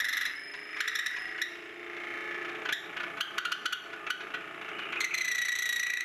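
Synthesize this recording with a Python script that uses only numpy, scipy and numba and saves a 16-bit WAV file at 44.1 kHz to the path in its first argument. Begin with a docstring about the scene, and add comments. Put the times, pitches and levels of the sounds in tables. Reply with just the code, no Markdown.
"""A twist drill, hand-fed from a lathe's tailstock, bores a spinning hardwood blank in a small workshop.
The bit starts out squeaking on every turn as the spindle gathers speed; the lips scrape the same grain
once a turn and the chuck drones. Chips tear, single squeaks break in, a thin whistle is gone by 2 s.
From 2.2 to 3.1 s the hole deepens and sounds hollower; squeaks become creaks. From 5.1 s the bit binds
and squeals on every turn. A close microphone limits the peaks throughout."""
import sys
import numpy as np
from scipy import signal
from scipy.fft import rfft, irfft, next_fast_len
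from scipy.io import wavfile
from scipy.ndimage import map_coordinates
from numba import njit

SR = 44100
rng = np.random.default_rng(int(sys.argv[2]) if len(sys.argv) > 2 else 0)


def master(y):
    """Save y as 16-bit WAV."""
    cut = np.clip(np.atleast_2d(y).T, -1, 1)
    pcm = np.round(cut * 32767)  # scale
    wavfile.write(sys.argv[1], SR, pcm.astype(np.int16))


N = 266364
T = np.arange(N) / SR

# hand feed: time_s, scrape_db, body_db
FEED = [(0, -43, -56), (.25, -38, -60.5), (.42, -48, -54.5), (.7, -44.5, -53.5), (.85, -33, -51.5),
        (1.15, -43.5, -57), (1.4, -40.5, -51), (1.75, -46, -49), (2.14, -37, -43), (2.68, -39, -43),
        (2.8, -45, -47.5), (3.0, -39, -47.5), (3.5, -39.5, -47.5), (3.87, -44, -50.5), (4.45, -41.5, -49),
        (4.9, -38.5, -47.5), (5.4, -36.5, -45), (6.04, -40, -51.5)]
# hole, 0 shallow to 1 deep: time_s, depth
DEPTH = [(2.2, 0), (3.1, 1)]
# binding bit; throaty at the hole's mouth, hoarse deep inside, piercing at the bottom: freq_hz, gain_db
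SQUAWK_SPECTRUM = [(500, -50), (900, -32), (1350, -6), (1680, 1), (1830, -0.5), (2050, 0.5), (2400, -11),
                   (3200, -6.5), (3650, -0.5), (4100, -3.5), (4750, -20.5), (5700, -8), (6150, -12.5),
                   (6650, -17), (7350, -13), (8200, -28), (10000, -25.5), (11800, -18.5), (14000, -40)]
CREAK_SPECTRUM = [(150, -26), (600, -39), (900, -28), (1200, -3), (1480, 2.5), (2000, -0.5), (2600, -14.5),
                  (3100, 5.5), (3800, -12.5), (4450, -6), (5200, -26), (6100, -10.5), (7300, -20),
                  (10000, -27.5), (12000, -21.5), (14000, -44)]
SQUEAL_SPECTRUM = [(100, -18.5), (500, -27.5), (900, -20.5), (1400, -6.5), (1900, 3.5), (2450, -8.5),
                   (3000, -5.5), (3800, -3), (4400, -7), (5050, -26), (6000, -6), (6700, -11), (7900, -14),
                   (10300, -30), (11900, -16.5), (14000, -42.5)]
# voices: spectrum, roughness, rub_db
SQUAWK = (SQUAWK_SPECTRUM, 0.8, -9.5)
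CREAK = (CREAK_SPECTRUM, 1.48, -9)
SQUEAL = (SQUEAL_SPECTRUM, 0.75, -7.5)
SHALLOW_GLIDE_S, DEEP_GLIDE_S = 0.007, 0.0044  # a deep hole steadies the bit sooner


def undb(db):
    """Decibels to gain."""
    return 10 ** (np.asarray(db) / 20)


def unit(x):
    """Scale to rms 1."""
    return x / np.sqrt(np.mean(x ** 2))


def curve(table, column=1):
    """One column, interpolated over the scene."""
    rows = np.array(table)
    return np.interp(T, rows[:, 0], rows[:, column])


def row_at(table, time_s):
    """All value columns, interpolated at time_s."""
    times, *columns = np.transpose(table)
    return [np.interp(time_s, times, column) for column in columns]


def gain_at(hz, spectrum):
    """Gain of a (freq_hz, gain_db) spectrum at hz."""
    freq_hz, gain_db = np.transpose(spectrum)
    return undb(np.interp(np.log(hz + 1e-9), np.log(freq_hz), gain_db))


def colour(x, spectrum, resonances=()):
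    """Filter by a spectrum and optional resonances."""
    size = next_fast_len(len(x) + 4096)
    hz = np.arange(size // 2 + 1) * SR / size
    peaks = 1 + sum(undb(db) / (1 + 2j * (hz - centre) / width) for centre, width, db in resonances)
    return irfft(rfft(x, size) * gain_at(hz, spectrum) * peaks, size)[:len(x)]


def wander(rate_hz, size):
    """Smooth noise, spread near 1."""
    knots = rng.standard_normal(size // 8 + 4)
    return map_coordinates(knots, [np.arange(size) * rate_hz / SR], order=2, mode="wrap")


def add(out, start_s, x):
    """Mix x in at start_s."""
    start = int(np.clip(start_s * SR, 0, N - 1))
    out[start:start + len(x)] += x[:N - start]


def each_turn(turns, start_s, end_s):
    """Times at which the same grain comes round."""
    first, last = np.interp([start_s, end_s], T, turns)
    return np.interp(np.arange(first, last), turns, T)


def pulse(turns, centre, width):
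    """Smooth 0-1 pulse once a turn; centre and width in turns."""
    return np.exp(-(((turns - centre + .5) % 1 - .5) / width) ** 2)


def shop_noise():
    """Steady background of the shop."""
    # freq_hz, gain_db
    spectrum = [(15, -56), (25, -18.5), (225, -13), (335, -5), (485, -18), (916, -10), (1730, -4.5),
                (3100, -4.5), (4730, -29.5), (6850, -24), (8930, -41), (11300, -28.5), (14000, -39)]
    return unit(colour(rng.standard_normal(N), spectrum)) * undb(-52.5)


def grain(turns, memory, spiky_db, cells=1500):
    """Roughness round the hole's bottom: each turn meets part of what the last one left."""
    fresh = rng.standard_normal((int(turns[-1]) + 12, cells))
    fresh *= undb(spiky_db * rng.standard_normal(fresh.shape))
    surface = signal.lfilter([1], [1, -memory], fresh, axis=0)[10:]
    return unit(map_coordinates(surface.ravel(), [turns * cells], order=3))


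def lips(turns):
    """Each lip digs into the end grain once a turn and eases off."""
    # place_turns, fade_turns, strength_db
    digs = [(0.071, 0.15, 5), (0.499, 0.036, 3.5)]
    return unit(1 + sum(undb(db) * np.exp(-((turns - place) % 1) / fade) for place, fade, db in digs))


def bite(turns, centre, swing_db):
    """The off-centre bit presses harder once a turn."""
    return unit(undb(swing_db * np.cos(2 * np.pi * (turns - centre))))


def cutting(turns):
    """Fibres snap under the lips and the lathe's body shakes; a deep hole is hollower and less even."""
    # freq_hz, gain_db
    scrape_spectrum = [(530, -55), (900, -30.5), (975, -20.5), (1260, 2), (1700, 8), (2180, 10),
                       (2870, -1.5), (3330, -22), (3610, -8), (4650, -16.5), (5920, -17), (8950, -30.5),
                       (11300, -31), (14000, -37)]
    body_spectrum = [(53, -70), (90, -21), (187, -11), (231, -15), (344, -3.5), (378, -1.5), (442, -0.5),
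                     (471, -9), (672, -4), (731, -7), (856, -4), (970, -18.5), (1100, -6), (1430, -57),
                     (2420, -120)]
    deep_hole_filter = [(80, -2), (150, 8.5), (300, 5.5), (430, 1.5), (700, 3.5), (1100, 4.5), (1400, 4),
                        (1900, -6), (2300, -1), (3000, -6.5), (5000, -6), (10000, 1.5)]
    # lathe and blank: centre_hz, width_hz, gain_db
    resonances = [(322.6, 24, -1.5), (351.7, 16, -1), (425.5, 9.1, 6), (672, 14, 2.5), (1217, 106, 4.5),
                  (1747, 31, 4.5), (2180, 42, -13.5), (2774, 32, 5.5), (3070, 38, 13.5), (3550, 90, 5)]
    depth = curve(DEPTH)
    fibres = grain(turns, memory=.9, spiky_db=3.5) * lips(turns)
    scrape = unit(colour(fibres, scrape_spectrum, resonances)) * undb(curve(FEED))
    shake = unit(colour(grain(turns, memory=0.48, spiky_db=0), body_spectrum, resonances))
    shake *= bite(turns, centre=0.24, swing_db=0.9)
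    body = shake * undb(-5 + 2.1 * depth) + drone(turns) * undb(-5.5 - 5.5 * depth)
    cut = scrape + body * undb(curve(FEED, column=2))
    return (1 - depth) * cut + depth * colour(cut, deep_hole_filter)


def drone(turns, waver_db=2.5):
    """The unbalanced chuck shakes the lathe at multiples of the spindle speed."""
    # spindle_multiple, relative_db
    harmonics = [(9, -14), (11, -6), (12, -1), (14, -10), (15, -3.5), (19, -14), (20, -14), (22, -13),
                 (23, -9.5), (24, -13), (26, -12), (29, -8), (36, -11), (37, -11)]
    out = np.zeros(N)
    for multiple, db in harmonics:
        gain = undb(db + waver_db * wander(4.16, N))
        out += gain * np.cos(2 * np.pi * (multiple * turns + rng.random()))
    return unit(out)


def squeak(voice, first_hz, settled_hz, glide_s, length_s, tilt_db_oct, even_db,
           free_db=-11.5, rise_s=0.0053, fall_s=0.0021, free_hz=2435, free_s=0.0044):
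    """The bit rings freely, then sticks and slips; its pitch bends, locks to a twisting mode, lets go."""
    spectrum, roughness, rub_db = voice
    t = T[:SR // 25]
    hz = settled_hz + (first_hz - settled_hz) * np.exp(-.5 * (t / glide_s) ** 2)
    hz *= 1 + .028 * roughness * wander(1429, len(t))
    phase = 2 * np.pi * np.cumsum(hz) / SR
    grab = np.minimum(t / rise_s, 1) ** 1.85
    hold = np.exp(-np.maximum(t - length_s + fall_s, 0) / fall_s)
    free_envelope = undb(free_db) * np.sin(np.pi * np.minimum(t / free_s, 1))
    tone = free_envelope * np.sin(2 * np.pi * (free_hz * t + rng.random()))
    for k in range(1, 11):  # upper partials flutter more, smear and let go first
        tilt_db = np.log2(k) * (tilt_db_oct + 1.3 * wander(317, len(t)))
        gain = gain_at(k * hz, spectrum) * undb(even_db * (k % 2 == 0) + tilt_db)
        smear = .032 * roughness * k ** 2 * wander(1358, len(t)) + rng.uniform(0, 2 * np.pi)
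        tone += gain * grab * hold ** (k ** 2.6) * np.sin(k * phase + smear) * (k * hz < SR / 2)
    slip_puffs = unit(colour(rng.standard_normal(len(t)) * (1 + np.cos(phase)), spectrum))
    return tone + roughness * undb(rub_db + tilt_db_oct / 2) * slip_puffs * grab * hold ** 2


def chatter(turns, run, voice, start_s, first_hz, glide_s, even_db, scatter_db=0.5, detune=.012):
    """One squeak a turn while the bit binds, no two alike."""
    out = np.zeros(N)
    for time_s in each_turn(turns, start_s, run[-1][0]):
        db, hz, length_s, tilt_db_oct, free_db, rise_s = row_at(run, time_s)
        softer, sharper = rng.standard_normal(2)
        hz *= 1 + detune * sharper
        stroke = squeak(voice, first_hz, hz, glide_s, length_s, tilt_db_oct, even_db, free_db, rise_s)
        add(out, time_s, undb(db - scatter_db * softer) * stroke)
    return out


def mouth_squawks(turns):
    """The bit binds on every turn at the hole's mouth."""
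    # time_s, level_db, settled_hz, length_s, tilt_db_oct, free_db, rise_s
    run = [(0, -22.5, 2130, 0.015, 1, -14, 0.0022), (0.267, -26.5, 2112, 0.0177, 1, -17, 0.0017)]
    return chatter(turns, run, SQUAWK, start_s=0, first_hz=1660, glide_s=SHALLOW_GLIDE_S, even_db=-5)


def rubbing(turns, memory=0.79, sag=0.22):
    """The flutes rub the grain and ring one mode of the bit; pitch sags as the leading lip digs in."""
    # time_s, nominal_hz, level_db
    mode = [(0, 1927, -35), (.3, 1923, -40.5), (.45, 2171, -48.5), (.68, 2207, -49), (.77, 2190, -36),
            (.9, 1965, -38.5), (1.4, 1914, -40), (1.62, 1933, -67), (2.2, 2100, -45.5), (3.2, 2312, -54.5),
            (4.5, 2860, -58), (4.85, 2818, -40.5), (5.1, 2520, -42.5), (6.04, 2440, -43.5)]
    hz = curve(mode) * (1.06 - sag * pulse(turns, centre=0.3265, width=0.17))
    cycles = np.cumsum(hz) / SR
    phase = 2 * np.pi * (cycles - np.interp(np.floor(turns), turns, cycles))  # restarts each turn
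    ring = unit(sum(grain(turns, memory, spiky_db=-2, cells=12) * wave(phase)
                    for wave in (np.sin, np.cos)))
    ring *= 1 - pulse(turns, centre=0, width=.04)
    return ring * lips(turns) * bite(turns, centre=0.47, swing_db=5) * undb(curve(mode, column=2))


def whistle(turns, pitch_hz=5143, sag=0.044, scoop_turns=0.071, fade_turns=0.53):
    """A steel mode of the shank, rubbed once a turn, scoops up to pitch with a rasp and fades."""
    # time_s, level_db
    levels = [(.2, -54), (.42, -45.5), (.68, -51.5), (.9, -48.5), (1.08, -63), (1.2, -46), (1.36, -59.5),
              (2, -74)]
    age_turns = (turns - 0.43) % 1
    scoop = np.exp(-age_turns / scoop_turns)
    phase = 2 * np.pi * np.cumsum(pitch_hz * (1 - sag * (scoop - scoop_turns))) / SR
    hiss = wander(330, N) * np.sin(phase) + wander(330, N) * np.cos(phase)
    tone = (np.sin(phase) + .5 * hiss) / np.sqrt(2) + undb(-20) * np.sin(2 * phase)
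    envelope = unit((1 - scoop) * np.exp(-age_turns / fade_turns))
    return tone * undb(curve(levels)) * envelope


def swish(turns, low_hz=6000, high_hz=9000, width_hz=500, length_turns=.7):
    """A faint, breathy chirp rises once a turn."""
    progress = np.minimum((turns - .25) % 1 / length_turns, 1)
    phase = 2 * np.pi * np.cumsum(low_hz + (high_hz - low_hz) * progress) / SR
    hiss = wander(width_hz, N) * np.sin(phase) + wander(width_hz, N) * np.cos(phase)
    return hiss * np.sin(np.pi * progress) * undb(-71 + 3 * wander(25.2, N))


def chip(time_s, rise_s=0.00098, hold_s=0.012, fall_s=0.0044, snap_s=0.0004,
         shallow_hz=1750, deep_hz=1520):
    """A chip snaps twice and rasps off while the bit groans; duller and lower from a deep hole."""
    # freq_hz, gain_db
    tear_spectrum = [(100, -55), (350, -34.5), (600, -18), (891, -10), (1740, -2), (2300, -1), (3200, -3.5),
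                     (4280, -14), (6870, -18), (8480, -56.5), (10800, -31), (14000, -66)]
    t = T[:SR // 25]
    depth, = row_at(DEPTH, time_s)
    envelope = np.minimum(t / rise_s, 1) * np.exp(-np.maximum(t - hold_s, 0) / fall_s)
    crackle = rng.standard_normal(len(t)) * undb(2.5 * wander(1500, len(t)))
    treble_cut = [(2500, 0), (5000, -3 - 7 * depth)]
    rasp = envelope * unit(colour(colour(crackle, tear_spectrum), treble_cut))
    snap_times_s = rng.uniform([.001, .004], [.003, .007])
    snap_envelope = sum(np.exp(-np.abs(t - at_s) / snap_s) for at_s in snap_times_s)
    hz = (shallow_hz + depth * (deep_hz - shallow_hz)) * (1 + 0.038 * rng.standard_normal())
    groan = squeak(CREAK, .82 * hz, hz, DEEP_GLIDE_S, length_s=0.012, tilt_db_oct=-13, even_db=2.5)
    snaps = snap_envelope * unit(colour(rng.standard_normal(len(t)), tear_spectrum))
    return undb(-3) * rasp + undb(2) * snaps + groan


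def catches(turns, chance=0.48, below_feed_db=6, scatter_db=2):
    """The lips catch: small chips on random turns, scaled by the feed, and big ones at set times."""
    # start_s, level_db
    big_chips = [(0.537, -39.5), (0.7638, -38), (1.131, -44), (1.164, -35.5), (1.202, -43), (1.274, -44),
                 (1.378, -41), (2.4473, -39), (2.489, -39), (2.652, -31), (2.688, -27.5), (2.9662, -33),
                 (2.9997, -33), (3.0324, -34.5), (3.174, -39.5), (3.899, -45.5), (3.9304, -37.5),
                 (4.065, -33.5), (4.2042, -37), (4.339, -31), (4.613, -40.5), (4.65, -47), (4.684, -38),
                 (4.787, -35.5), (4.821, -43), (4.9229, -32.5), (4.956, -39)]
    out = np.zeros(N)
    times_s = each_turn(turns, 0, T[-1])
    for start_s, luck, size in zip(times_s, rng.random(len(times_s)), rng.standard_normal(len(times_s))):
        feed_db, _ = row_at(FEED, start_s)
        gain = undb(feed_db - below_feed_db + scatter_db * size)
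        add(out, start_s, chip(start_s) * gain * (luck < chance))
    for start_s, db in big_chips:
        add(out, start_s, chip(start_s) * undb(db))
    return out


def drive(turns):
    """Motor and belt tones, locked to the spindle, swell under load and fade; a short ring near 1220 Hz sounds
    with the catch at 4.93 s."""
    # spindle_multiple, one per swell
    multiples = [16, 26.5, 12, 42, 60, 75, 42, 42]
    # start_s, end_s, level_db
    swells = [(0.33, 1.13, -55), (1.11, 1.46, -57.5), (1.1, 3, -52), (1.8, 2.66, -62), (1.4, 4.4, -51.5),
              (1.9, 2.37, -49), (4.93, 5, -45), (3.98, 4.11, -47)]
    out = np.zeros(N)
    for multiple, (start_s, end_s, db) in zip(multiples, swells):
        swell = np.sin(np.pi * np.clip((T - start_s) / (end_s - start_s), 0, 1))
        gain = np.sqrt(2) * undb(db + 0.63 * wander(4.5, N))
        out += gain * swell * np.sin(2 * np.pi * multiple * turns)
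    return out


def single_squeaks():
    """The bit binds for one turn: falling pitches squeal, rising ones squawk or, once deep, creak."""
    # start_s, level_db, first_hz, settled_hz, length_s, tilt_db_oct, even_partials_db
    binds = [(0.802, -17, 1259, 2056, 0.014, -1, -1.5), (0.874, -18, 1696, 2076, 0.015, 1.5, -8),
             (0.949, -21, 1684, 2010, .015, 1.5, -6), (.986, -21.5, 1726, 1963, 0.015, 1, -6.5),
             (1.0588, -19.5, 1713, 1990, 0.014, 1.5, -7), (1.413, -19, 1665, 2037, .016, 0, -6),
             (2.722, -17.5, 1500, 1957, 0.01605, -1, 1.5), (3.204, -20.5, 1040, 1627, 0.015, -1, 4.5),
             (3.378, -18.5, 1036, 1515, .014, -2, 0), (3.448, -17, 1030, 1476, .014, -3.5, 2.5),
             (3.515, -18.5, 1059, 1470, 0.016, -1, 1.5), (3.653, -22, 1158, 1496, 0.016, -0.5, 0.5),
             (3.722, -20.5, 1130, 1510, 0.016, -2, 4.5), (4.1, -21, 1206, 1542, 0.014, -1, 0),
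             (4.969, -19.5, 2910, 2420, 0.013, -45, 4), (5.002, -16.5, 2410, 2050, 0.018, -1.5, -3.5),
             (5.04, -13, 2304, 2016, 0.014, -1.5, -6), (5.105, -17.5, 2890, 2210, 0.015, -29, 0)]
    out = np.zeros(N)
    for start_s, db, first_hz, settled_hz, length_s, tilt_db_oct, even_db in binds:
        depth, = row_at(DEPTH, start_s)
        voice, glide_s = (CREAK, DEEP_GLIDE_S) if depth == 1 else (SQUAWK, SHALLOW_GLIDE_S)
        if first_hz > settled_hz:
            voice = SQUEAL
        stroke = squeak(voice, first_hz, settled_hz, glide_s, length_s, tilt_db_oct, even_db)
        add(out, start_s, undb(db) * stroke)
    return out


def bottom_squeals(turns):
    """The bit binds on every turn at the hole's bottom."""
    # time_s, level_db, settled_hz, length_s, tilt_db_oct, free_db, rise_s
    run = [(5.137, -14.5, 2046, 0.018, -0.43, -2, 0.00763), (5.449, -14, 1935, 0.017, 0.89, -5, 0.0032),
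           (5.74, -16, 1912, 0.015, 3, -9, 0.0032), (5.87, -15.5, 1927, .012, 0.5, 1, 0.0058),
           (6.03, -11, 1982, 0.0093, -0.51, -8, 0.0073)]
    return chatter(turns, run, SQUEAL, start_s=5.138, first_hz=2492, glide_s=0.00223, even_db=-3.5)


def workshop(x, low_t60_s=0.33, high_t60_s=0.4, early_decay_s=0.004):
    """Quick, dull echoes off the lathe bed and bench, then a cluttered room's tail."""
    # delay_s, gain_db
    reflections = [(.0029, -8), (.00413, -10.5), (.00628, -29), (.0099, -7), (0.0181, -11)]
    t = T[:SR * 2 // 3]
    low = colour(rng.standard_normal(len(t)), [(4000, 1.5), (8000, -52)])
    high = colour(rng.standard_normal(len(t)), [(4000, -2.5), (8000, -4.0)])
    tail = low * undb(-60 * t / low_t60_s) + high * undb(-60 * t / high_t60_s)
    tail *= np.minimum(t / 0.0024, 1)
    early = rng.standard_normal(len(t)) * np.exp(-t / early_decay_s) * (t > .003)
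    response = (undb(-7.5) * unit(tail) + undb(-14) * unit(early)) / np.sqrt(len(t))
    echoes = sum(undb(db) * np.interp(T - delay_s, T, x, left=0) for delay_s, db in reflections)
    return x + colour(echoes, [(2500, -2.0), (9000, -11.0)]) + signal.fftconvolve(x, response)[:N]


def scene():
    """Drilling from one spot over the shop's noise, in stereo."""
    # time_s, turns_per_s
    spindle_speed = [(0, 23.7), (.25, 24.1), (.8, 26.7), (1.415, 28.85), (1.6, 29.1), (5.6, 29.1),
                     (6.04, 28.3)]
    # the microphone's two sides part, mostly in the treble: freq_hz, side_gain_db
    stereo_width = [(30, -19), (120, -19), (300, -44), (2000, -81), (5500, -22.5), (8000, -22),
                    (12000, -3.5)]
    turns = np.cumsum(curve(spindle_speed)) / SR
    background = shop_noise()
    binding = mouth_squawks(turns) + bottom_squeals(turns) + single_squeaks()
    bit = binding + catches(turns) + rubbing(turns) + whistle(turns) + swish(turns)
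    mid = workshop(bit) + cutting(turns) + drive(turns) + background
    side = colour(mid, stereo_width) * wander(200, N)  # left-right shimmer
    return np.array([mid + side, mid - side])


@njit
def follow_peaks(x, attack_s, release_s):
    """Peak follower: quick up, slow down."""
    attack = 1 - np.exp(-1 / (attack_s * SR))
    release = 1 - np.exp(-1 / (release_s * SR))
    out, level = np.empty(len(x)), 0.
    for i in range(len(x)):
        level += (x[i] - level) * (attack if x[i] > level else release)
        out[i] = level
    return out


def record(dry, limit_db=-22.5, attack_s=.0003, release_s=0.11, cutoff_hz=14350):
    """The microphone colours the treble, a limiter ducks the squeaks, a low-pass cuts the top."""
    # freq_hz, gain_db
    mic_response = [(100, 0.5), (8200, -3.5), (9100, -8.5), (9800, 1.5), (12500, -1), (14000, -6)]
    x = np.array([colour(channel, mic_response) for channel in dry])
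    peak = follow_peaks(np.abs(x).mean(axis=0), attack_s, release_s)
    limited = x / np.maximum(peak / undb(limit_db), 1)
    return signal.sosfilt(signal.ellip(8, .2, 70, cutoff_hz, fs=SR, output="sos"), limited)


dry = scene()
out = record(dry)
master(out)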